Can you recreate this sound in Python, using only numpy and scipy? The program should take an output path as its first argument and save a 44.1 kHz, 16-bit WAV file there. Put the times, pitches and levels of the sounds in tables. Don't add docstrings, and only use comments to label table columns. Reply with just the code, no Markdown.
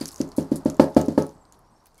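import sys
import numpy as np
from scipy import signal
from scipy.fft import rfft, irfft
from scipy.io import wavfile
from scipy.ndimage import uniform_filter1d

SR = 44100
rng = np.random.default_rng(int(sys.argv[2]) if len(sys.argv) > 2 else 0)


def inscribe(sig):
    pcm = np.round(np.clip(np.atleast_2d(sig).T, -1, 1) * 32767)
    wavfile.write(sys.argv[1], SR, pcm.astype(np.int16))


def magnitude_from_level(level_db):
    exponent = np.asarray(level_db, float) / 20
    return 10 ** exponent


N = 88200

# (time [s], force [dB], hardness [dB per octave], rim ring [dB], shaken sand [dB])
KNOCKS = [
    (0.0112, -18, -6, -8.5, -38.5),
    (0.203, -10.5, -5, -27, -43.5),
    (0.3816, -7.5, -1.5, -36, -40.5),
    (0.5168, -7, -6, -53, -42),
    (0.657, -6, -1.5, -46.5, -40),
    (0.796, .5, 5.5, -25.5, -29),
    (.965, -0.5, 2.5, -37, -29.5),
    (1.0823, -8.5, -3.5, -44, -46),
    (1.177, -4.5, 4, -34, -36.5),
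]
# (time [s], level [dB])
TRICKLE = [(0, -48.5), (.12, -60.5), (.3, -63.5), (.8, -60.5), (1.25, -58), (1.4, -71), (1.6, -72),
           (1.8, -71), (1.96, -69.5), (2, -63)]
# (frequency [Hz], level [dB])
SAND = [(1500, -1.5), (2600, -9), (3900, -8), (4500, -3), (7900, -10.5), (11800, -12), (14000, -20),
        (16000, -32)]
# (frequency [Hz], level [dB])
GRIT = [(2000, -64), (4000, -5), (6000, 1.5), (10500, 3.5), (13500, -5.5), (16000, -17)]


def read(points, hz):
    f, value = np.transpose(points)
    return np.interp(np.log(hz + 1), np.log(f + 1), value)


def evened(x):
    return x / np.sqrt(np.mean(x ** 2) + 1e-20)


def add(mix, s, sound):
    part = mix[max(round(s * SR), 0):][:len(sound)]
    part += sound[:len(part)]


def coloured(x, table):
    gain = magnitude_from_level(read(table, np.fft.rfftfreq(len(x), 1 / SR)))
    return evened(irfft(rfft(x) * gain, len(x)))


def high(x, hz):
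    return signal.sosfilt(signal.butter(2, hz, "high", fs=SR, output="sos"), x)


def hum():
    # (frequency [Hz], level [dB])
    hum_spectrum = [(15, -34), (25, 2), (296, -9), (538, -12), (634, -9), (979, -6.5), (3230, -42),
                    (5570, -44), (16500, -86.5)]
    # (time [s], level [dB])
    hum_swell = [(0, 5), (0.699, 8.5), (1.401, 1.5), (2, -5)]
    swell_db = np.interp(np.arange(N) / SR, *np.transpose(hum_swell))
    flutter = evened(uniform_filter1d(rng.standard_normal(N), size=3000))
    return magnitude_from_level(-55 + 0.8 * flutter + swell_db) * coloured(rng.standard_normal(N), hum_spectrum)


def sand():
    # (time [s], level [dB], t60 [s])
    spill_table = [(.075, -46, .04), (0.079, -35, 0.055), (0.116, -43.5, 0.14), (.159, -54, 0.095),
                   (0.368, -36, 0.036), (.376, -39.5, 0.175), (.558, -34, 0.083), (0.65, -43.5, 0.038),
                   (1.859, -65, .06), (1.979, -57.5, 0.12), (1.524, -63.5, 0.25)]
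    rise_s, puff_t60 = 0.0012, 0.18
    t = np.arange(N) / SR
    level = magnitude_from_level(np.interp(t, *np.transpose(TRICKLE)))
    for s, *_, sand_db in KNOCKS:
        u = np.maximum(t - s, 0)
        level = level + (1 - np.exp(-u / rise_s)) * magnitude_from_level(sand_db - 60 * u / puff_t60)
    spills = np.zeros(N)
    for s, db, t60 in spill_table:
        spills += (t > s) * magnitude_from_level(db - 60 * np.maximum(t - s, 0) / t60)
    unevenness = magnitude_from_level(1.6 * evened(uniform_filter1d(rng.standard_normal(N), size=60)))
    fine, coarse = unevenness * rng.standard_normal((2, N))
    return level * coloured(fine, SAND) + spills * coloured(coarse, GRIT)


def crackle():
    grains_per_s, level_db, spread_db = 1700, 1.5, 5.5
    t = np.arange(100) / SR
    out = np.zeros(N)
    for hz in np.geomspace(4300, 10500, num=8):
        size = magnitude_from_level(spread_db * np.minimum(rng.exponential(1, N), 3))
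        hits = size * (rng.random(N) < grains_per_s / 8 / SR)
        tick = np.sin(2 * np.pi * hz * t) * t * hz * np.exp(-t * hz)
        out += signal.oaconvolve(hits, tick)[:N]
    return magnitude_from_level(level_db + np.interp(np.arange(N) / SR, *np.transpose(TRICKLE))) * out


def stone(peak_db, hz, scatter_t60):
    t = np.arange(4096) / SR
    u = t * hz / 2.3
    overtone_hz = min(1.65 * hz, 14000)
    ring = np.sin(2 * np.pi * hz * t) + magnitude_from_level(-10) * np.sin(2 * np.pi * overtone_hz * t)
    tick = u ** 0.8 * np.exp(-u * (1 + 0.3 * u)) * ring
    snap = magnitude_from_level(-6.5) * np.exp(-t / 0.0005) * coloured(rng.standard_normal(4096), GRIT) / 2
    tick = tick / abs(tick).max() + snap
    bounce_s = 0.0013 * rng.uniform(0.53, 1.4)
    add(tick, bounce_s, magnitude_from_level(-4.5 - 5 * rng.random()) * tick)
    scatter = magnitude_from_level(-18 - 60 * t / max(scatter_t60, 0.004)) * coloured(rng.standard_normal(4096), SAND)
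    return magnitude_from_level(peak_db) * (tick + scatter)


def knock(force_db, hard_db, rim_db):
    # (frequency [Hz], length [s], level [dB], signed weight [-1 to 1])
    thud_modes = [(277.5, 0.0042, 5.5, -0.98), (551.6, 0.0053, -4, 0.96), (883.3, 0.0033, -13, -0.91),
                  (1240, 0.0027, -34.5, 1), (1697, 0.003, -30, -1), (2253, .003, -44.5, 0.79),
                  (2880, 0.0026, -48, -1)]
    # (frequency [Hz], level [dB], t60 [s])
    frame_modes = [(88.4, -22, 0.26), (158.6, -15, 0.25), (188.3, -26, .17), (227.3, -19.5, 0.15),
                   (263.4, -33, 0.36), (302, -24, 0.073), (360.7, -20, 0.23), (419.4, -21.5, 0.2),
                   (547.6, -26, .24), (618.4, -24.5, 0.14), (703.3, -22.5, 0.08), (851.3, -37.5, 0.16),
                   (1083, -37.5, 0.11), (1291, -44, .2)]
    # (frequency [Hz], level [dB], t60 [s])
    rim_modes = [(4424, 5.5, 0.024), (4870, 5, 0.026)]
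    longest_t60 = 0.33
    t = np.arange(SR // 2) / SR

    def tilt(hz):
        return magnitude_from_level(hard_db * np.log2(max(hz / 275, 1)))

    thud = np.zeros(len(t))
    for hz, last, db, side in thud_modes:
        envelope = (t / last) ** 0.72 * np.exp(-(t / last) ** 2 / 2)
        thud += side * magnitude_from_level(db) * tilt(hz) * envelope * np.sin(2 * np.pi * hz * t)

    modes = []
    for hz, db, t60 in frame_modes:
        level_jitter, pitch_jitter = rng.standard_normal(2)
        decay = magnitude_from_level(db + 2 * level_jitter - 60 * t / min(t60, longest_t60))
        modes.append(-decay * tilt(hz) * np.sin(2 * np.pi * hz * (1 + pitch_jitter / 80) * t))
    modes = np.array(modes)

    loose = modes[np.transpose(frame_modes)[0] > 400].sum(0)
    chatter = rng.standard_normal(4000) ** 3 * magnitude_from_level(-60 * t[:4000] / 0.4)
    rattle = signal.fftconvolve(loose, chatter / np.linalg.norm(chatter))[:len(t)]
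    frame = modes.sum(0) + magnitude_from_level(-1.5) * rattle

    rim = np.zeros(len(t))
    for hz, db, t60 in rim_modes:
        rim += magnitude_from_level(rim_db + db - 60 * t / t60) * np.sin(2 * np.pi * hz * t)
    blow = thud + rim * (1 - np.exp(-t / 0.0027))
    after = frame * (1 - np.exp(-t / 0.0025))
    return magnitude_from_level(force_db) * blow, magnitude_from_level(force_db) * after


def yard(x):
    # (frequency [Hz], t60 [s])
    yard_decay = [(80, 0.19), (210, 0.39), (560, 0.22), (900, .3), (1470, 0.2), (3880, 0.13), (10200, 0.13)]
    onset_s = 0.0074
    taps = np.zeros(SR // 2)
    at = np.arange(0, len(taps) - 22, 22)
    taps[at + rng.integers(0, 22, len(at))] = rng.choice([-1., 1.], len(at))
    hz, t, z = signal.stft(taps, SR, nperseg=512)
    decay = magnitude_from_level(-60 * t / read(yard_decay, hz)[:, None])
    tail = signal.istft(z * decay, SR, nperseg=512)[1]
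    tail = tail * np.clip(np.arange(len(tail)) / SR / onset_s, 0, 1) ** 2
    return signal.fftconvolve(x, tail / np.linalg.norm(tail))[:N]


def rubs():
    # (time [s], length [s], frequency [Hz], bandwidth [Hz], level [dB])
    rub_table = [
        (1.30, .09, 170, 60, -52),
        (1.29, .045, 500, 200, -53),
        (1.365, .05, 560, 120, -55),
        (.925, .04, 3600, 300, -63),
        (1.525, .04, 4000, 2500, -66),
        (1.855, .012, 2500, 900, -63),
        (1.856, .01, 6000, 1200, -60),
        (1.972, .05, 2220, 90, -61),
        (1.972, .04, 3300, 200, -67),
    ]
    out = np.zeros(N)
    f = np.fft.rfftfreq(4096, 1 / SR)
    for s, length, hz, width, db in rub_table:
        resonance = 1 / (1 + ((f - hz) / (width / 2)) ** 2)
        band = evened(irfft(rfft(rng.standard_normal(4096)) * resonance))
        n = min(round(length * SR), 4096)
        add(out, s, magnitude_from_level(db) * np.hanning(n) * band[:n])
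    return out


def birds():
    # (start [s], length [s], from [Hz], to [Hz], level [dB])
    calls = [(1.325, .045, 8400, 7900, -68), (1.37, .03, 7900, 7900, -73), (1.40, .036, 7950, 7300, -65),
             (1.42, .11, 8550, 8300, -74), (1.70, .10, 8300, 8250, -74), (1.63, .04, 5550, 5550, -73),
             (1.675, .03, 5600, 5800, -70), (1.565, .02, 5600, 5800, -73), (1.75, .035, 5450, 5400, -71),
             (1.79, .03, 5300, 5800, -71), (1.755, .03, 6200, 6150, -74), (1.47, .03, 6300, 6250, -74)]
    out = np.zeros(N)
    for s, length, from_hz, to_hz, db in calls:
        u = np.arange(round(length * SR)) / (length * SR)
        waver = evened(uniform_filter1d(rng.standard_normal(8000), size=200))[:len(u)]
        flutter = evened(uniform_filter1d(rng.standard_normal(8000), size=200))[:len(u)]
        hz = (from_hz + (to_hz - from_hz) * u) * (1 + 0.009 * waver)
        whistle = np.sin(2 * np.pi * np.cumsum(hz) / SR)
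        add(out, s, magnitude_from_level(db + 4 * flutter) * np.sqrt(np.sin(np.pi * u)) * whistle)
    return out


def scene():
    # (time [s], peak [dB], pitch [Hz], scatter t60 [s])
    falling_stones = [(0.025, -33, 5200, 0.02), (0.0424, -34, 9430, 0.018), (0.057, -16, 6400, 0.01),
                      (0.0578, -22, 4940, 0.0055), (0.0704, -29, 6600, 0.013), (0.075, -32, 9500, 0.014),
                      (0.0819, -25.5, 9800, 0.0048), (0.0886, -22.5, 5300, 0.0046),
                      (0.109, -31.5, 5130, 0.016), (0.1175, -35, 6100, 0.017), (0.128, -35, 4530, 0.015),
                      (0.1333, -32, 10640, 0.017), (0.1441, -28, 6560, 0.0047), (0.16, -26, 6000, 0.0081),
                      (0.18, -33, 6660, 0.013), (0.1839, -32, 6400, 0.15), (0.214, -16.5, 6200, 0.023),
                      (0.278, -39.5, 6940, 0.02), (0.29, -37.5, 7020, 0.027), (0.408, -31, 6490, 0.017),
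                      (0.3183, -33.5, 4700, 0.073), (0.3654, -28.5, 10770, 0.0078),
                      (0.5588, -21, 10500, 0.0053), (0.65, -40, 10870, 0.02), (0.7002, -19.5, 6480, 0.035),
                      (0.7448, -37, 6630, 0.019), (0.7685, -36, 7200, 0.025),
                      (0.9479, -31.5, 5900, 0.016), (1.0145, -20, 6700, 0.042), (1.0594, -33, 10700, 0.06),
                   (1.084, -29, 6700, 0.017), (1.1234, -39, 6880, 0.017), (1.223, -24, 6340, 0.027),
                   (1.267, -30, 9850, 0.017), (1.293, -38, 6360, 0.024), (1.3104, -45, 6760, 0.014),
                   (1.3508, -56, 6990, 0.02), (1.364, -65, 6400, 0.02), (1.3803, -55, 6360, 0.02),
                   (1.4531, -47, 4560, 0.021), (1.5239, -35, 6930, 0.027), (1.592, -46.5, 10700, 0.018),
                   (1.6745, -64, 5560, 0.015), (1.8582, -39, 10290, 0.035), (1.8686, -38, 12850, 0.05),
                   (1.945, -47, 8530, 0.022), (1.956, -50.5, 6450, 0.014), (1.98, -41.5, 9430, 0.026),
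                      (0.01, -27, 9900, .015), (0.013, -25, 8600, .015), (.172, -39, 4900, .015),
                    (.195, -35, 6900, .015), (0.201, -31, 7550, .015), (.299, -49, 5900, .015),
                    (.3765, -32, 9300, .02), (.428, -35.5, 6080, .015), (.447, -47.5, 7900, .015),
                    (.47, -50, 5000, .015), (0.515, -37.5, 9200, .015), (0.622, -51, 8000, .015),
                    (0.843, -32, 9100, .02), (0.902, -45.5, 10100, .015), (1.054, -44, 5500, .015),
                    (1.063, -38, 6000, .015), (1.173, -45, 10500, .015), (1.216, -42, 10500, .015),
                    (1.839, -59.5, 10000, .015)]
    # (delay [s], level [dB])
    echoes = [(0.022, -21.5), (0.0235, -21.5), (0.035, -21), (0.041, -19), (0.052, -30.5), (.066, -24.5),
              (.072, -35.5)]
    blows, ring, stones = np.zeros((3, N))
    for s, force_db, hard_db, rim_db, _ in KNOCKS:
        blow, after = knock(force_db, hard_db, rim_db)
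        add(blows, s, blow)
        add(ring, s, after)
    for s, *row in falling_stones:
        add(stones, s - 0.0002, stone(*row))
    table = blows + ring
    for delay, db in echoes:
        add(table, delay, magnitude_from_level(db) * blows)
    table = high(table, 72.9)
    wet = yard(magnitude_from_level(-11) * high(blows, 380) + magnitude_from_level(-13) * stones)
    background = hum() + magnitude_from_level(0.5) * birds()
    return (table + stones + wet + sand() + crackle() + rubs() + background)[None]


def top_cut(x):
    return signal.sosfilt(signal.butter(12, 16960, fs=SR, output="sos"), x)


def record(dry):
    hot = np.clip(dry * magnitude_from_level(-2), -1.03, 1.03)
    low_pass = signal.firwin(511, 15850, window=("kaiser", 9), fs=SR)[None]
    dull = np.clip(signal.oaconvolve(hot, low_pass, "same"), -1, 1)
    return top_cut(dull)


dry = scene()
out = record(dry)
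inscribe(out)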